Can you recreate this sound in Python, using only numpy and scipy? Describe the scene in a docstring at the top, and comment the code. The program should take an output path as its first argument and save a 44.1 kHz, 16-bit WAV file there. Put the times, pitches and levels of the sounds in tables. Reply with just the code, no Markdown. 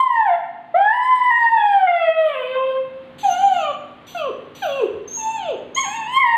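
"""A puppy howls twice on a tiled floor, gives four falling whines and starts a new howl.
Its vocal folds buzz through the open mouth for the howls and through the nose for the soft whines.
A thin throat whistle leads into each whine and the last howl, and the voice splits it into side tones.
The hard room rings over a faint hum; a gain control pushes the background down under the howls."""
import sys
import numpy as np
from scipy import signal
from scipy.fft import rfft, irfft, next_fast_len
from scipy.io import wavfile
from scipy.ndimage import uniform_filter1d, minimum_filter1d

SR = 44100
rng = np.random.default_rng(int(sys.argv[2]) if len(sys.argv) > 2 else 0)


def generate_wav(signal):
    """Clip the signal to [-1, 1] and save it as 16-bit WAV at the path in sys.argv[1]."""
    frames = np.transpose(np.atleast_2d(signal))
    scaled = np.clip(frames, -1, 1) * 32767
    pcm = np.round(scaled).astype(np.int16)
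    wavfile.write(sys.argv[1], SR, pcm)


N = 280917
T = np.arange(N) / SR


def amp(db):
    """Decibels to gain."""
    return 10 ** (np.asarray(db) / 20)


def unit_rms(x):
    """Scales to rms 1."""
    return x / np.sqrt(np.mean(x ** 2) + 1e-20)


def at_hz(points, hz):
    """Reads a table along a logarithmic frequency axis."""
    f, value = np.transpose(points)
    return np.interp(np.log(hz + 1), np.log(f + 1), value)


def curves(rows, t):
    """The columns of a breakpoint table at the given times."""
    times, *columns = np.transpose(rows)
    return [np.interp(t, times, column) for column in columns]


def noise(colour):
    """Noise of rms 1 with the given colour."""
    size = next_fast_len(N)
    gain = amp(at_hz(colour, np.fft.rfftfreq(size, 1 / SR)))
    return unit_rms(irfft(rfft(rng.standard_normal(size)) * gain, size)[:N])


def drift(rate_hz):
    """Smooth random wander of rms 1, up to about the given rate."""
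    size = next_fast_len(N // 16)
    hz = np.fft.rfftfreq(size, T[-1] / size)
    slow = irfft(rfft(rng.standard_normal(size)) * np.exp(-(hz / rate_hz) ** 2), size)
    return unit_rms(np.interp(T, np.linspace(0, T[-1], size), slow))


def soft_gate(start, end, rise_s=0.0084, fall_s=0.01):
    """The sample indices between two times and a soft-edged gate over them."""
    at = np.flatnonzero((T >= start) & (T <= end))
    ramp = np.clip(np.minimum((T[at] - start) / rise_s, (end - T[at]) / fall_s), 0, 1)
    return at, np.sin(np.pi / 2 * ramp) ** 2


# Colour of the room tone. Each row: frequency in Hz, relative level in dB.
ROOM_TONE_COLOUR = [(25, -31.5), (50, -22), (90, -10), (160, 0.5), (280, -2.5), (450, -5), (1000, -6.5),
                    (2000, -12.5), (3400, -16), (4300, -27.5), (5300, -41.5), (8000, -46), (15000, -54)]


def room_tone(level_db=-46.5):
    """A soft, dark bed of steady noise."""
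    return amp(level_db) * noise(ROOM_TONE_COLOUR)


# Colour of the rumble. Each row: frequency in Hz, relative level in dB.
RUMBLE_COLOUR = [(20, -11.5), (42, -4), (60, -11), (80, 7), (130, -19), (300, -38.5), (1000, -76)]
# Its fade-in. Each row: time in seconds, level in dB.
RUMBLE_FADE = [(0, -85), (1.8, -68), (2.5, -64), (6.37, -61.5)]


def house_rumble(swell_db=4.5):
    """The low rumble of the house creeps in with lumpy swells."""
    return amp(curves(RUMBLE_FADE, T)[0] + swell_db * drift(8)) * noise(RUMBLE_COLOUR)


# Partials of the hum. Each row: frequency in Hz, rms level in dB.
HUM_PARTIALS = [(100, -66.5), (149, -60.5), (248, -53), (300, -56), (395, -72.5)]


def hum(waver_db=1.5):
    """A faint hum, as of a fan; each partial wavers in level and phase."""
    return np.sqrt(2) * sum(amp(db + waver_db * drift(6.5)) * np.sin(2 * np.pi * hz * T + .5 * drift(11))
                            for hz, db in HUM_PARTIALS)


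# Slaps off floor and walls. Each row: delay in seconds, level in dB against the direct sound.
EARLY_REFLECTIONS = [(.0034, -22.5), (.0112, -14.5), (.0187, -14), (.0265, -13)]
# Ring of the room. Each row: frequency in Hz, seconds to die by 60 dB.
RING_TIMES = [(250, .8), (600, 0.67), (1800, 0.75), (3500, 0.62), (7000, 0.6), (14000, 0.25)]


def tiled_room(x, tail_db=-5.5, predelay_s=0.0097):
    """Direct sound, a few hard reflections, then a dense tail that dies band by band."""
    slots = np.arange(0, SR - 12, 12)  # one echo of random sign somewhere in each slot
    echoes = np.zeros(SR)
    echoes[slots + rng.integers(0, 12, len(slots))] = rng.choice([-1., 1.], len(slots))
    hz, t, bands = signal.stft(echoes * (T[:SR] > predelay_s), SR, nperseg=256)
    decay = amp(-60 * t / at_hz(RING_TIMES, hz)[:, None])
    tail = signal.istft(bands * decay, SR, nperseg=256)[1]
    response = amp(tail_db) * tail / np.linalg.norm(tail)
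    response[0] += 1
    for delay, db in EARLY_REFLECTIONS:
        response[round(delay * SR)] += amp(db)
    return signal.fftconvolve(x, response)[:N]


# Colour of the rasp. Each row: frequency in Hz, relative level in dB.
RASP_COLOUR = [(500, -15.5), (1700, -4.5), (2650, 0.5), (3500, 7.5), (4500, -17), (5900, -38.5),
               (8200, -14.5), (9900, -23), (12300, -16), (15000, -26.5)]


def rasp(voice, folds, clear_db=-48, hoarse_boost_db=20, pulsing=0.53):
    """Turbulence at the folds rides the voice's level, pulses at its pitch and grows with hoarseness."""
    envelope = np.sqrt(abs(uniform_filter1d(voice ** 2, size=400)))
    _, hoarse = opening_and_hoarseness(T)
    gain = amp(clear_db + hoarse_boost_db * hoarse) * envelope
    return gain * (1 + pulsing * folds.real) * noise(RASP_COLOUR)


# Side tones of the whistle, then of its octave.
# Each row: offset in multiples of the voice pitch, relative level in dB.
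WHISTLE_SIDEBANDS = [(-1, -13), (1, 9.5), (2, -2.5), (3, -14)]
OCTAVE_SIDEBANDS = [(-4, -15.5), (-3, -22), (-2, -14.5), (-1, -17.5), (1, -14.5), (2, -19.5), (3, -21)]


def side_tones(swing):
    """The folds' swing modulates the whistle and its octave: one modulator for each."""
    return [abs(swing) * sum(amp(db) * np.exp(1j * round(k) * np.angle(swing)) for k, db in table)
            for table in (WHISTLE_SIDEBANDS, OCTAVE_SIDEBANDS)]


# Colour of the air around the whistle. Each row: frequency in Hz, relative level in dB.
AIR_COLOUR = [(1500, 5), (3400, 20), (4500, 13), (5500, -15), (6800, 5.5), (8200, 5), (9300, -11),
              (11000, -2.5), (12500, 2), (15500, -16.5)]
# Narrow resonance that the octave meets. Each row: frequency in Hz, level in dB against the whistle.
OCTAVE_RESONANCE = [(11600, -25), (12100, -3), (12500, -29.5), (12900, -29.5), (14000, -55)]
# Whistle cues. 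Each row: start, crest and end in seconds, pitch in Hz, arch as a share of the pitch,
# relative crest level in dB, swell in dB, fade in dB per second, relative side-tone and air levels in dB.
WHISTLE_CUES = [(3.18, 3.255, 3.68, 6214, 0.021, -44.5, 19, 50, -59, -57),
                (4.064, 4.156, 4.24, 6030, 0.017, -49.5, 6, 400, -73, -61),
                (4.546, 4.63, 4.88, 6010, 0.0096, -48.5, 7.5, 257, -77.5, -60.5),
                (5.074, 5.159, 5.41, 6383, 0.036, -29.5, 18.5, 163, -55.5, -69.5),
                (5.746, 5.776, 6, 6553, 0.07, -35, -4.5, 98, -52.5, -62)]


def throat_whistle(cue, folds, tone_trim_db=2.5, side_trim_db=-3.5, air_trim_db=14.5, unsteady_db=5.0,
                   scoop=0.021, scoop_s=.014, arch_s=0.017, waver=0.0034, jitter=0.0057, air_db_per_s=30):
    """A second, very high oscillator scoops up, arches over its crest and fades as its air thins out."""
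    start, crest, end, pitch_hz, arch, crest_db, swell_db, fade_db_per_s, side_db, air_db = cue
    at, gate = soft_gate(start, end, fall_s=0.047)
    t, swing = T[at], folds[at]
    below_crest_db = swell_db * np.maximum(crest - t, 0) / (crest - start)
    below_crest_db += fade_db_per_s * np.maximum(t - crest, 0)
    level = amp(crest_db + tone_trim_db - below_crest_db + unsteady_db * drift(25)[at])
    bend = 1 - scoop * np.exp((start - t) / scoop_s) + arch * np.exp(-((t - crest) / arch_s) ** 2)
    hz = pitch_hz * bend * (1 + waver * drift(49)[at] + jitter * drift(720)[at])
    carrier = np.exp(2j * np.pi * np.cumsum(hz) / SR)
    depth = amp(side_db + side_trim_db)
    tone_sides, octave_sides = side_tones(swing)
    tone = carrier * (level + depth * tone_sides)
    octave = carrier ** 2 * (level * amp(at_hz(OCTAVE_RESONANCE, 2 * hz)) + depth * octave_sides)
    air_level = amp(air_db + air_trim_db - air_db_per_s * (t - start))
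    hiss = air_level * noise(AIR_COLOUR)[at] * (1 + 0.29 * swing.real)
    return at, gate * (np.sqrt(2) * (tone + octave).real + hiss)


# Movement of the mouth. Each row: time in seconds, opening from 0 (shut) to 1 (wide).
MOUTH_OPENING = [(0, 1), (.37, 0.93), (.74, 0.88), (1.1, 0.96), (1.9, 1), (2.27, 0.94), (2.5, 0.64),
                 (2.8, 0.33), (3.2, 0.01), (5.56, 0.1), (5.78, 0), (5.9, 0.51), (6.12, 0.75), (6.25, 0.64),
                 (6.37, 1)]
# One crack as the long howl drops to its low ending: time and half length in seconds, added hoarseness.
VOICE_CRACK = (2.37, 0.13, 1)


def opening_and_hoarseness(t, hoarse_open=0.26, hoarse_shut=.36):
    """The wider the mouth, the clearer the voice, except where it cracks; both run from 0 to 1."""
    opening = np.clip(curves(MOUTH_OPENING, t)[0], 0, 1)
    crack_s, width_s, added = VOICE_CRACK
    crack = added * np.exp(-((t - crack_s) / width_s) ** 2)
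    hoarse = hoarse_shut + (hoarse_open - hoarse_shut) * opening + crack
    return opening, np.clip(hoarse, 0, 1)


# The long howl steps down through small register breaks.
# Each row: time in seconds, drop as a share of the pitch, flash of the low overtones in dB.
REGISTER_BREAKS = [(1.306, 0.041, 5.5), (1.575, .025, 5), (1.872, 0.013, 13), (2.292, .04, -5.5)]


def register_breaks(t, cling_s=.035, flash_s=.06):
    """The pitch clings on before each break, drops and recovers; the overtone flash dies away."""
    step = sum(drop * np.sign(s - t) * np.exp(-abs(t - s) / cling_s) for s, drop, _ in REGISTER_BREAKS)
    flash_db = sum(db * (t > s) * np.exp(-abs(t - s) / flash_s) for s, _, db in REGISTER_BREAKS)
    return 1 + step / 2, uniform_filter1d(flash_db, size=200)


# Colour of the voice through the open mouth, then through the nose.
# Each row: frequency in Hz, relative level in dB.
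MOUTH_COLOUR = [(1000, 7.5), (1350, 9.5), (1600, 8), (1800, 10.5), (2130, 16), (2400, -5.5), (2620, 2),
                (2900, -1), (3350, 2), (4050, -26), (4650, -15.5), (5200, -23.5), (5900, -44), (7000, -23),
                (8150, -5.5), (10000, -22), (11600, -4.5), (13200, -3), (15500, -13)]
NOSE_COLOUR = [(600, 5.5), (1150, 10), (1800, -19), (2250, -15), (2670, -1), (3100, -3.5), (3500, -8.5),
               (4000, -14), (4600, -20.5), (5800, -44.5), (8400, -25), (10400, -38.5), (13000, -30),
               (15500, -34)]


def overtones(at, hz, phase, opening, low_db, high_db, rolloff_db=3.65, flutter_db=4.0,
              mouth_edge_hz=2350, blend_hz=300, treble_hz=3600, treble_blend_hz=800,
              sheen_db=0.5, sheen_db_per_octave=13, easy_pitch_hz=780):
    """The folds' harmonic stack, coloured by mouth and nose, with a level each side of the mouth edge."""
    k = np.arange(2, 29)[:, None]
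    partial_hz = k * hz
    colour_db = opening * at_hz(MOUTH_COLOUR, partial_hz) + (1 - opening) * at_hz(NOSE_COLOUR, partial_hz)
    # the folds never close twice alike, so each overtone flutters on its own
    flutter = drift(30)[(at + rng.integers(0, N, k.shape)) % N]
    colour = amp(colour_db - rolloff_db * k + flutter_db * flutter) * (partial_hz < SR / 2)
    low_share = np.clip(.5 + (mouth_edge_hz - partial_hz) / blend_hz, 0, 1)
    gains = 0
    for share, db in ((low_share, low_db), (1 - low_share, high_db)):
        band = colour * share
        gains = gains + amp(db) * band / np.sqrt((band ** 2).sum(0) + 1e-9)
    # the higher a full howl climbs, the more sharply the folds snap shut and the more treble they add
    snap_db = opening * (sheen_db + sheen_db_per_octave * np.log2(hz / easy_pitch_hz))
    gains = gains * amp(snap_db * np.clip((partial_hz - treble_hz) / treble_blend_hz, 0, 1))
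    return (gains * np.cos(k * phase + rng.uniform(0, 2 * np.pi, k.shape))).sum(0)


def cry(melody, levels, waver=0.0013, jitter=0.0015, hoarse_jitter=.009, shimmer_db=1.5,
        fundamental_trim_db=-0.5, low_trim_db=-2.5, high_trim_db=-1.0, open_gain_db=10.5):
    """The vocal folds sing one howl or whine; gives its sample indices, its sound and the folds' swing."""
    at, gate = soft_gate(melody[0][0], melody[-1][0])
    t = T[at]
    fundamental_db, low_db, high_db = curves(levels, t)
    opening, hoarse = opening_and_hoarseness(t)
    break_bend, flash_db = register_breaks(t)
    # hoarseness shakes the pitch, which smears the high overtones far more than the fundamental
    shake = 1 + waver * drift(22)[at] + (jitter + hoarse_jitter * hoarse) * drift(220)[at]
    hz = curves(melody, t)[0] * break_bend * shake
    phase = 2 * np.pi * np.cumsum(hz) / SR
    fundamental = amp(fundamental_db + fundamental_trim_db) * np.cos(phase)
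    stack = overtones(at, hz, phase, opening, low_db + flash_db + low_trim_db, high_db + high_trim_db)
    wave = fundamental + stack * amp(shimmer_db * drift(170)[at])
    # a wide open mouth radiates the whole voice more strongly
    radiation = amp(open_gain_db * opening ** 2)
    return at, np.sqrt(2) * gate * radiation * wave, gate * np.exp(1j * phase)


# Melodies, one table a cry. Each row: time in seconds, pitch in Hz.
HOWL_MELODIES = [
    [(0.0, 1042), (0.032, 1042), (0.094, 988), (0.246, 853), (0.3, 705), (0.366, 680)],
    [(0.74, 628), (0.78, 768.7), (0.91, 877.6), (0.94, 972.6), (1.1, 1022), (1.3, 977.4), (1.32, 951.4),
     (1.53, 915.3), (1.61, 847.4), (1.72, 810.5), (1.86, 739.3), (1.88, 712.2), (2.08, 643.9),
     (2.16, 645.3), (2.24, 633.4), (2.34, 563.5), (2.36, 527.6), (2.44, 500), (2.6, 527.7), (2.78, 528.2)],
    [(5.758, 1000), (5.794, 1119), (5.83, 1035), (5.86, 781.7), (5.934, 862), (5.956, 930.5), (6.05, 855),
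     (6.078, 944), (6.114, 1004), (6.2, 1097), (6.266, 948), (6.369, 919)],
]
WHINE_MELODIES = [
    [(3.228, 852), (3.308, 702.4), (3.374, 722), (3.436, 809.4), (3.566, 711), (3.63, 622), (3.726, 561)],
    [(4.145, 726), (4.283, 511.4), (4.297, 432), (4.312, 335.6)],
    [(4.618, 845), (4.666, 637), (4.696, 560.3), (4.786, 546.6), (4.832, 435), (4.872, 295.4)],
    [(5.168, 928), (5.212, 878), (5.354, 892.4), (5.482, 646), (5.508, 542.4), (5.56, 324)],
]
# Dynamics, one table a cry. Each row: time in seconds, then relative levels in dB of the fundamental,
# the overtones under the mouth resonance and those above it.
HOWL_DYNAMICS = [
    [(0.012, -5.5, -25.5, -29), (0.024, -13, -38.5, -69), (0.12, -19, -26.5, -43), (0.162, -15, -18, -44.5),
     (0.338, -14.5, -33.5, -45.5), (0.366, -24, -34, -47.5)],
    [(0.75, -15, -25.5, -60.5), (0.762, -13.5, -33, -54.5), (0.826, -16.5, -26, -37.5),
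     (0.898, -12, -9, -45), (0.946, -19, -25, -36), (1.106, -12.5, -30, -42), (1.366, -17.5, -16.5, -46),
     (1.46, -12, -17.5, -39.5), (1.508, -16, -24.5, -44), (1.606, -17.5, -32, -35.5),
     (1.844, -12.5, -28.5, -42), (2.02, -16, -26.5, -31), (2.088, -13, -22.5, -29), (2.126, -26, -31, -33),
     (2.19, -13.5, -23, -33.5), (2.28, -16.5, -29.5, -35.5)] + [(2.32, -27, -22, -32.5),
     (2.518, -20, -35.5, -32), (2.568, -21.5, -18.5, -35.5), (2.712, -14, -36.5, -31.5),
     (2.8, -31.5, -23.5, -47.5)],
    [(5.762, -31, -27.5, -30), (5.782, -17.5, -17.5, -19.5), (5.82, -29.5, -37, -67),
     (5.834, -31, -36, -42), (5.894, -33, -40.5, -39), (6.12, -34.5, -44.5, -42),
     (6.168, -18.5, -25, -25.5), (6.194, -15, -14.5, -40.5), (6.36, -17.5, -25.5, -43)],
]
WHINE_DYNAMICS = [
    [(3.228, -26, -72, -57.5), (3.244, -19.5, -32, -33), (3.256, -11.5, -48, -45),
     (3.344, -27, -29.5, -36.5), (3.364, -22, -37, -39.5), (3.456, -11.5, -42, -41),
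     (3.652, -29.5, -25.5, -32.5), (3.714, -22.5, -24.5, -43), (3.738, -36, -9, -42)],
    [(4.147, -24, -31, -56), (4.179, -29, -37, -32), (4.263, -24, -23, -42), (4.312, -24, -55, -52)],
    [(4.62, -28, -29.5, -32), (4.638, -20.5, -27, -35), (4.676, -23.5, -41, -38.5),
     (4.792, -24.5, -30.5, -32.5), (4.84, -13, -41, -56), (4.872, -34, -40, -46)],
    [(5.17, -33, -64, -54), (5.198, -38.5, -52, -41.5), (5.27, -21.5, -55.5, -41), (5.436, -33, -43.5, -40),
     (5.498, -20.5, -46.5, -36.5), (5.56, -30.5, -36, -49)],
]


def puppy():
    """Howls and whines, layered with the whistles and the rasp that their vibrating folds modulate."""
    voice, whistles, folds = np.zeros(N), np.zeros(N), np.zeros(N, complex)
    for melody, levels in zip(HOWL_MELODIES + WHINE_MELODIES, HOWL_DYNAMICS + WHINE_DYNAMICS):
        at, sound, swing = cry(melody, levels)
        voice[at] += sound
        folds[at] = swing
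    for cue in WHISTLE_CUES:
        at, sound = throat_whistle(cue, folds)
        whistles[at] += sound
    return voice + whistles + rasp(voice, folds)


def scene():
    """The puppy in its ringing room over a quiet bed, in mono."""
    return (tiled_room(puppy()) + hum() + house_rumble() + room_tone())[None]


def record(dry, ceiling_db=-5.5, recovery_db_per_s=15, step_db=1.5, lowpass_hz=15500):
    """Gain control ducks at once when a peak nears the ceiling and recovers slowly; then a low-pass."""
    peak_db = 20 * np.log10(-minimum_filter1d(-abs(dry[0]), size=60) + 1e-9)
    recovery_db = recovery_db_per_s * T
    held_db = step_db * np.ceil(np.maximum.accumulate(peak_db + recovery_db) / step_db)
    duck_db = np.maximum(held_db - recovery_db - ceiling_db, 0)
    ducked = dry * amp(-uniform_filter1d(uniform_filter1d(duck_db, size=30), size=30))
    lowpass = signal.firwin(511, lowpass_hz, window=("kaiser", 9), fs=SR)
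    return signal.oaconvolve(ducked, lowpass[None], "same")


dry = scene()
out = record(dry)
generate_wav(out)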